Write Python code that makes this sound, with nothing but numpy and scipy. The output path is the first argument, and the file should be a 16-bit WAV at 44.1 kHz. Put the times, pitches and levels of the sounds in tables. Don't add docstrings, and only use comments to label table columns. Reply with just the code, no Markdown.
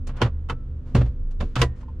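import sys
import numpy as np
from scipy import signal
from scipy.fft import rfft, irfft
from scipy.io import wavfile
from scipy.ndimage import uniform_filter1d

SR = 44100
rng = np.random.default_rng(int(sys.argv[2]) if len(sys.argv) > 2 else 0)


def transcribe(u):
    v = np.clip(np.atleast_2d(u).T, -1, 1)
    q = np.round(v * 32767).astype(np.int16)
    wavfile.write(sys.argv[1], SR, q)


N = 88200
T = np.arange(N) / SR
BANDS_HZ = 25 * 2 ** (np.arange(28) / 3)
COLOUR_HZ = (300, 1100, 3000, 7500)

# t/s, part, rise/s, hold/s, t60/s, body/dB, clack/dB, bite/dB, air/dB, ring/dB, left minus right/dB
BOX_KNOCKS = [ (0.068, "handle", 0.0035, 0.0071, 0.08, -40.5, -45, -47.5, -49.5, -52.5, -1.5),
              (.090, "handle", 0.0013, .007, 0.12, -39.5, -39.5, -52, -76, -50.5, -2),
              (0.164, "latch", 0.0034, 0.0026, 0.1, -47.5, -68, -54.5, -60.5, -56, -0.5),
              (0.204, "latch", 0.0094, 0.0097, 0.028, -22.5, -28.5, -58, -65, -37.5, -3),
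              (0.2158, "latch", 0.0007, 0.0031, 0.1, -21, -17.5, -21.5, -39.5, -21.5, -1.5),
              (0.253, "latch", 0.0067, 0.0095, 0.086, -29, -30, -50, -65.5, -44.5, -2),
              (0.487, "handle", 0.0029, 0.0022, 0.053, -49, -41, -54, -60, -45.5, -11.5),
              (0.4962, "handle", 0.0015, 0.0047, 0.069, -49, -18.5, -33.5, -48, -27.5, 0),
              (.521, "handle", .002, .003, .07, -30.5, -48, -69, -72.5, -50.5, -2.5),
              (0.9477, "lid", 0.0035, 0.0032, .06, -17, -21.5, -30, -43, -18, -0.5),
              (0.96, "lid", 0.0053, 0.0035, 0.25, -25, -31, -39.5, -54, -30.5, -1),
              (1.009, "lid", 0.0071, .004, 0.037, -31.5, -29, -44.5, -64.5, -28, -.5),
              (1.056, "lid", .005, .003, 0.1, -44, -47, -59, -70, -46, -2),
              (1.4012, "lid", 0.0025, 0.0039, 0.042, -35.5, -39.5, -40.5, -57.5, -36.5, -0.5),
              (1.407, "lid", 0.00033, 0.0034, 0.085, -29, -27.5, -40, -54, -41, -3.5),
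              (1.421, "lid", 0.0041, .004, 0.076, -44, -47, -54, -66, -27.5, -1.5),
              (1.5553, "handle", 0.00057, 0.0026, 0.083, -36, -33, -30, -41, -39, 0),
              (1.5617, "handle", 0.00056, 0.0036, 0.089, -26, -26, -30.5, -55, -28, -2),
              (1.6144, "latch", 0.0024, 0.002, 0.055, -45.5, -14.5, -15, -29, -23, 0),
              (1.622, "latch", 0.00063, 0.0013, 0.028, -24.5, -20.5, -46.5, -60, -23.5, -3),
              (1.627, "latch", 0.0036, 0.0078, 0.099, -21.5, -26.5, -40.5, -46, -38.5, -1),
              (1.826, "face", 0.0035, 0.0067, 0.058, -63, -56.5, -68.5, -81.5, -51.5, -4),
              (1.879, "face", .006, 0.0029, 0.082, -58, -57, -66, -88, -47, -1.5), ]
# t/s, rise/s, hold/s, t60/s, body/dB, clack/dB, bite/dB, air/dB
BOX_RUBS = [ (0.13, 0.094, 0.024, .06, -50, -35, -51.5, -76.5),
            (0.846, 0.027, .025, 0.6, -50, -54.5, -65.5, -73.5),
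            (1.306, 0.0051, 0.0047, .1, -50, -52.5, -61.5, -64),
            (1.433, 0.0071, 0.0087, 0.75, -64, -58, -62.5, -72),
            (1.577, 0.018, 0.018, 0.038, -38.5, -28, -40.5, -48.5),
            (1.754, 0.01, 0.054, 0.12, -62, -57.5, -69.5, -72.5),
            (1.806, 0.0037, 0.0058, 0.048, -55, -50.5, -64, -76), ]
PART_MODES = { "latch": [(165, -12, .14), (229, -1.5, 0.15), (355, -7, .14), (472, -2, 0.11),
              (500, -3, .07), (676, -15, .11), (788, -5.5, .09), (996, -4, .11), (1088, -0.5, 0.055),
              (1164, -13.5, .09), (1453, -1, 0.053), (1946, -8.5, .1), (2840, -9, .07), (3090, -6, .055)],
              "face": [(906, 1, 0.086), (1037, 0, 0.092)], "lid": [(144.6, -0.5, 0.21), (220.5, 0.5, 0.078),
              (270, -4, 0.16), (376, -8.5, 0.17), (464.5, -13.5, 0.31), (568, -4.5, 0.036),
              (743, -8, 0.052), (1009, -24.5, 0.14), (2680, -19.5, .05)], "handle": [(175, -6.5, .15),
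              (268, -9, .14), (469, -5.5, .14), (828, -5, .07), (911, -4.5, .07), (1144, -1, .07),
              (1293, 2, 0.055), (1322, -20.5, 0.35), (1492, -8, .08), (1520, -12.5, .08), (2005, -12, .07),
              (2652, -6.5, 0.058), (3040, -8, .045)], }
# f/Hz, level/dB, t60/s
PANEL_MODES = [(754, -2, .4), (1020, -8.5, 0.32), (1120, -5, 0.59), (1606, -7.5, 0.41), (1834, -5, .55),
               (2090, -13, 0.18)]
# f/Hz, level/dB
TRIM_SPECTRUM = [(160, -12.5), (250, -10.5), (330, -17.5), (480, -8), (720, -16), (1100, -13), (1450, -12),
                 (1900, -13.5), (2400, -11.5), (3000, -10), (4200, -9), (5500, -9.5), (7300, -7),
                 (9500, -14.5), (12000, -17), (15000, -22.5)]
# f/Hz, left minus right/dB
TRIM_BALANCE = [(300, 2), (2000, -1), (4500, -2), (8000, 1.5), (13000, 2.5)]
# f/Hz, t60/s
CABIN_MODES = [(54, 0.3), (73, 0.14), (120, 0.3)]
# t/s, rise/s, hold/s, pitch ratio, decay ratio, level/dB of the low, middle and top cabin mode
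DASH_THUMPS = [ (.08, .025, .08, 1.05, 1.0, -62, -62, -39),
               (.213, 0.032, 0.0096, 0.97, 0.35, -33, -24, -16),
               (.495, .015, 0.021, 1.06, 1.0, -54.5, -47.5, -34),
               (.946, 0.004, 0.057, 1.014, 0.99, -25, -20, -16.5),
               (1.005, 0.022, 0.079, 1.09, 0.61, -24.5, -43.5, -40.5),
               (1.553, 0.054, 0.014, 1.03, 0.93, -33.5, -29, -17),
               (1.607, 0.0073, 0.0099, 1.04, 1.06, -21.5, -28.5, -21), ]
# f/Hz, level/dB
IDLE_TONES = [(26.9, -33), (53.8, -47), (75.4, -37.5), (123, -49.5), (247.6, -55.5), (495, -66)]
# f/Hz, level/dB
RUMBLE_SPECTRUM = [(25, -55), (40, -45), (60, -42.5), (85, -44.5), (110, -50.5), (160, -53.5), (250, -57),
                   (330, -60.5), (480, -63), (750, -78.5), (1200, -72.5), (2000, -82.5), (3200, -83.5),
                   (4500, -90.5), (7000, -91), (10000, -101), (15000, -108)]
# f/Hz, side against mid/dB
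STEREO_WIDTH = [(30, -21.5), (125, -20), (300, -14), (700, -11), (1400, -6.5), (2800, -6), (5500, -1.5),
                (9000, -1.5), (14000, -11)]

IDLE_WAVER_DB, IDLE_WOBBLE_RAD = 4.6, 0.094
RIPPLE_DB, RIPPLE_WIDTH_HZ, RIPPLE_FULL_HZ = 1, 46.1, 4400
TREBLE_DAMPING, UPHOLSTERY_DAMPING = 0.02, 0.32
HARD_AIR_DB, SOFTENING = -24, 0.25
MODE_SPREAD_RAD, RIGHT_LEAD_S = 0.14, 0.00003
SHUT_S, PANEL_DB = 1.6, -31
TAIL_DB, TAIL_T60_S, TAIL_BAND_HZ = -43, 1, (500, 2600)


def undb(db):
    return 10 ** (np.asarray(db) / 20)


def at(points, hz):
    freqs, values = np.array(points, float).T
    return np.interp(np.log(hz), np.log(freqs), values)


def wander(seconds):
    span = int(seconds * SR)
    drift = uniform_filter1d(rng.standard_normal(N), span, mode="wrap")
    drift = uniform_filter1d(drift, span, mode="wrap")
    return (drift - drift.mean()) / drift.std()


def band_noise(gain=1):
    octaves = np.log2(np.maximum(np.arange(N // 2 + 1) * SR / N, 1))
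    bands = []
    for hz in BANDS_HZ:
        shape = np.cos(np.clip((octaves - np.log2(hz)) * 3, -1, 1) * np.pi / 2)
        noise = irfft(rfft(rng.standard_normal((2, N))) * shape * gain, N)
        span = int(SR * max(5 / hz, .014))
        mid, side = noise / np.sqrt(uniform_filter1d(noise ** 2, span, mode="wrap"))
        side = side * undb(at(STEREO_WIDTH, hz))
        bands.append([mid + side, mid - side])
    return np.array(bands)


def envelope(t, rise, hold, t60):
    return np.clip(t / rise, 0, 1) * np.exp(-np.log(1000) * np.maximum(t - rise - hold, 0) / t60)


def event_window(start):
    span = slice(int(start * SR), min(int((start + .36) * SR), N))
    return span, T[span] - start


def idle():
    hum = 0
    for hz, db in IDLE_TONES:
        amplitude = np.sqrt(2) * undb(db + IDLE_WAVER_DB * wander(0.12))
        phase = 2 * np.pi * (hz * T + rng.random()) + IDLE_WOBBLE_RAD * wander(0.06)
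        hum += amplitude * np.sin(phase)
    return hum + np.tensordot(undb(at(RUMBLE_SPECTRUM, BANDS_HZ)), band_noise(), 1)


def trim_noise():
    hz = np.arange(N // 2 + 1) * SR / N
    ripple = uniform_filter1d(rng.standard_normal(len(hz)), int(RIPPLE_WIDTH_HZ * N / SR))
    gain = undb(RIPPLE_DB * np.minimum(hz / RIPPLE_FULL_HZ, 1) * ripple / ripple.std())
    gain /= np.sqrt(uniform_filter1d(gain ** 2, size=900))
    balance = undb(at(TRIM_BALANCE, BANDS_HZ)[:, None, None] * np.array([[.5], [-.5]]))
    return band_noise(gain) * balance


def rattle(noise, t, rise, hold, t60, colour):
    out = 0
    for hz, band in zip(BANDS_HZ, noise):
        if hz > 140:
            above_air = max(hz / COLOUR_HZ[-1], 1)
            db = at(TRIM_SPECTRUM, hz) + np.interp(np.log(hz), np.log(COLOUR_HZ), colour)
            db += SOFTENING * (colour[-1] - HARD_AIR_DB) * np.log2(above_air)
            decay = t60 * (COLOUR_HZ[1] / hz) ** TREBLE_DAMPING / above_air ** UPHOLSTERY_DAMPING
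            out += undb(db) * band * envelope(t, rise, hold, decay)
    return out


def ring(modes, t, rise, hold):
    out = 0
    for hz, db, t60 in modes:
        scatter, start_cycles = rng.standard_normal(2)
        skew = scatter * MODE_SPREAD_RAD * min(hz / COLOUR_HZ[1], 2) - np.pi * hz * RIGHT_LEAD_S
        wave = np.sin(2 * np.pi * (hz * t + start_cycles) + np.array([[skew], [-skew]]))
        out += undb(db) * wave * envelope(t, rise + hold / 2, 0, t60)
    return out


def glove_box():
    out, noise = np.zeros((2, N)), trim_noise()
    for start, part, rise, hold, t60, *colour, ring_db, pan_db in BOX_KNOCKS:
        span, t = event_window(start)
        knock = rattle(noise[:, :, span], t, rise, hold, t60, colour)
        knock += undb(ring_db) * ring(PART_MODES[part], t, rise, hold)
        if part == "latch" and start > SHUT_S:
            knock += undb(ring_db + PANEL_DB) * ring(PANEL_MODES, t, rise, hold)
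        out[:, span] += knock * undb([[pan_db / 2], [-pan_db / 2]])
    for start, rise, hold, t60, *colour in BOX_RUBS:
        span, t = event_window(start)
        out[:, span] += rattle(noise[:, :, span], t, rise, hold, t60, colour)
    return out


def after_ring(box):
    midrange = signal.butter(2, TAIL_BAND_HZ, "band", fs=SR, output="sos")
    tail = signal.sosfilt(midrange, rng.standard_normal((2, N)))
    tail *= np.exp(-np.log(1000) * T / TAIL_T60_S)
    tail *= undb(TAIL_DB) / np.linalg.norm(tail[0])
    return signal.fftconvolve(box, tail, axes=1)[:, :N]


def cabin_boom():
    out = np.zeros(N)
    for start, rise, hold, pitch, decay, *levels in DASH_THUMPS:
        span, t = event_window(start)
        for (hz, t60), db in zip(CABIN_MODES, levels):
            wave = np.sqrt(2) * np.sin(2 * np.pi * hz * pitch * t)
            out[span] += undb(db) * wave * envelope(t, rise, hold, t60 * decay)
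    return out


def scene():
    box, lean_db = glove_box(), .3
    bass = cabin_boom() + idle()
    return box + after_ring(box) + bass * undb([[-lean_db], [lean_db]])


def record(dry):
    top_hz = 14800
    return signal.sosfilt(signal.ellip(8, .2, 70, top_hz, fs=SR, output="sos"), dry)


dry = scene()
out = record(dry)
transcribe(out)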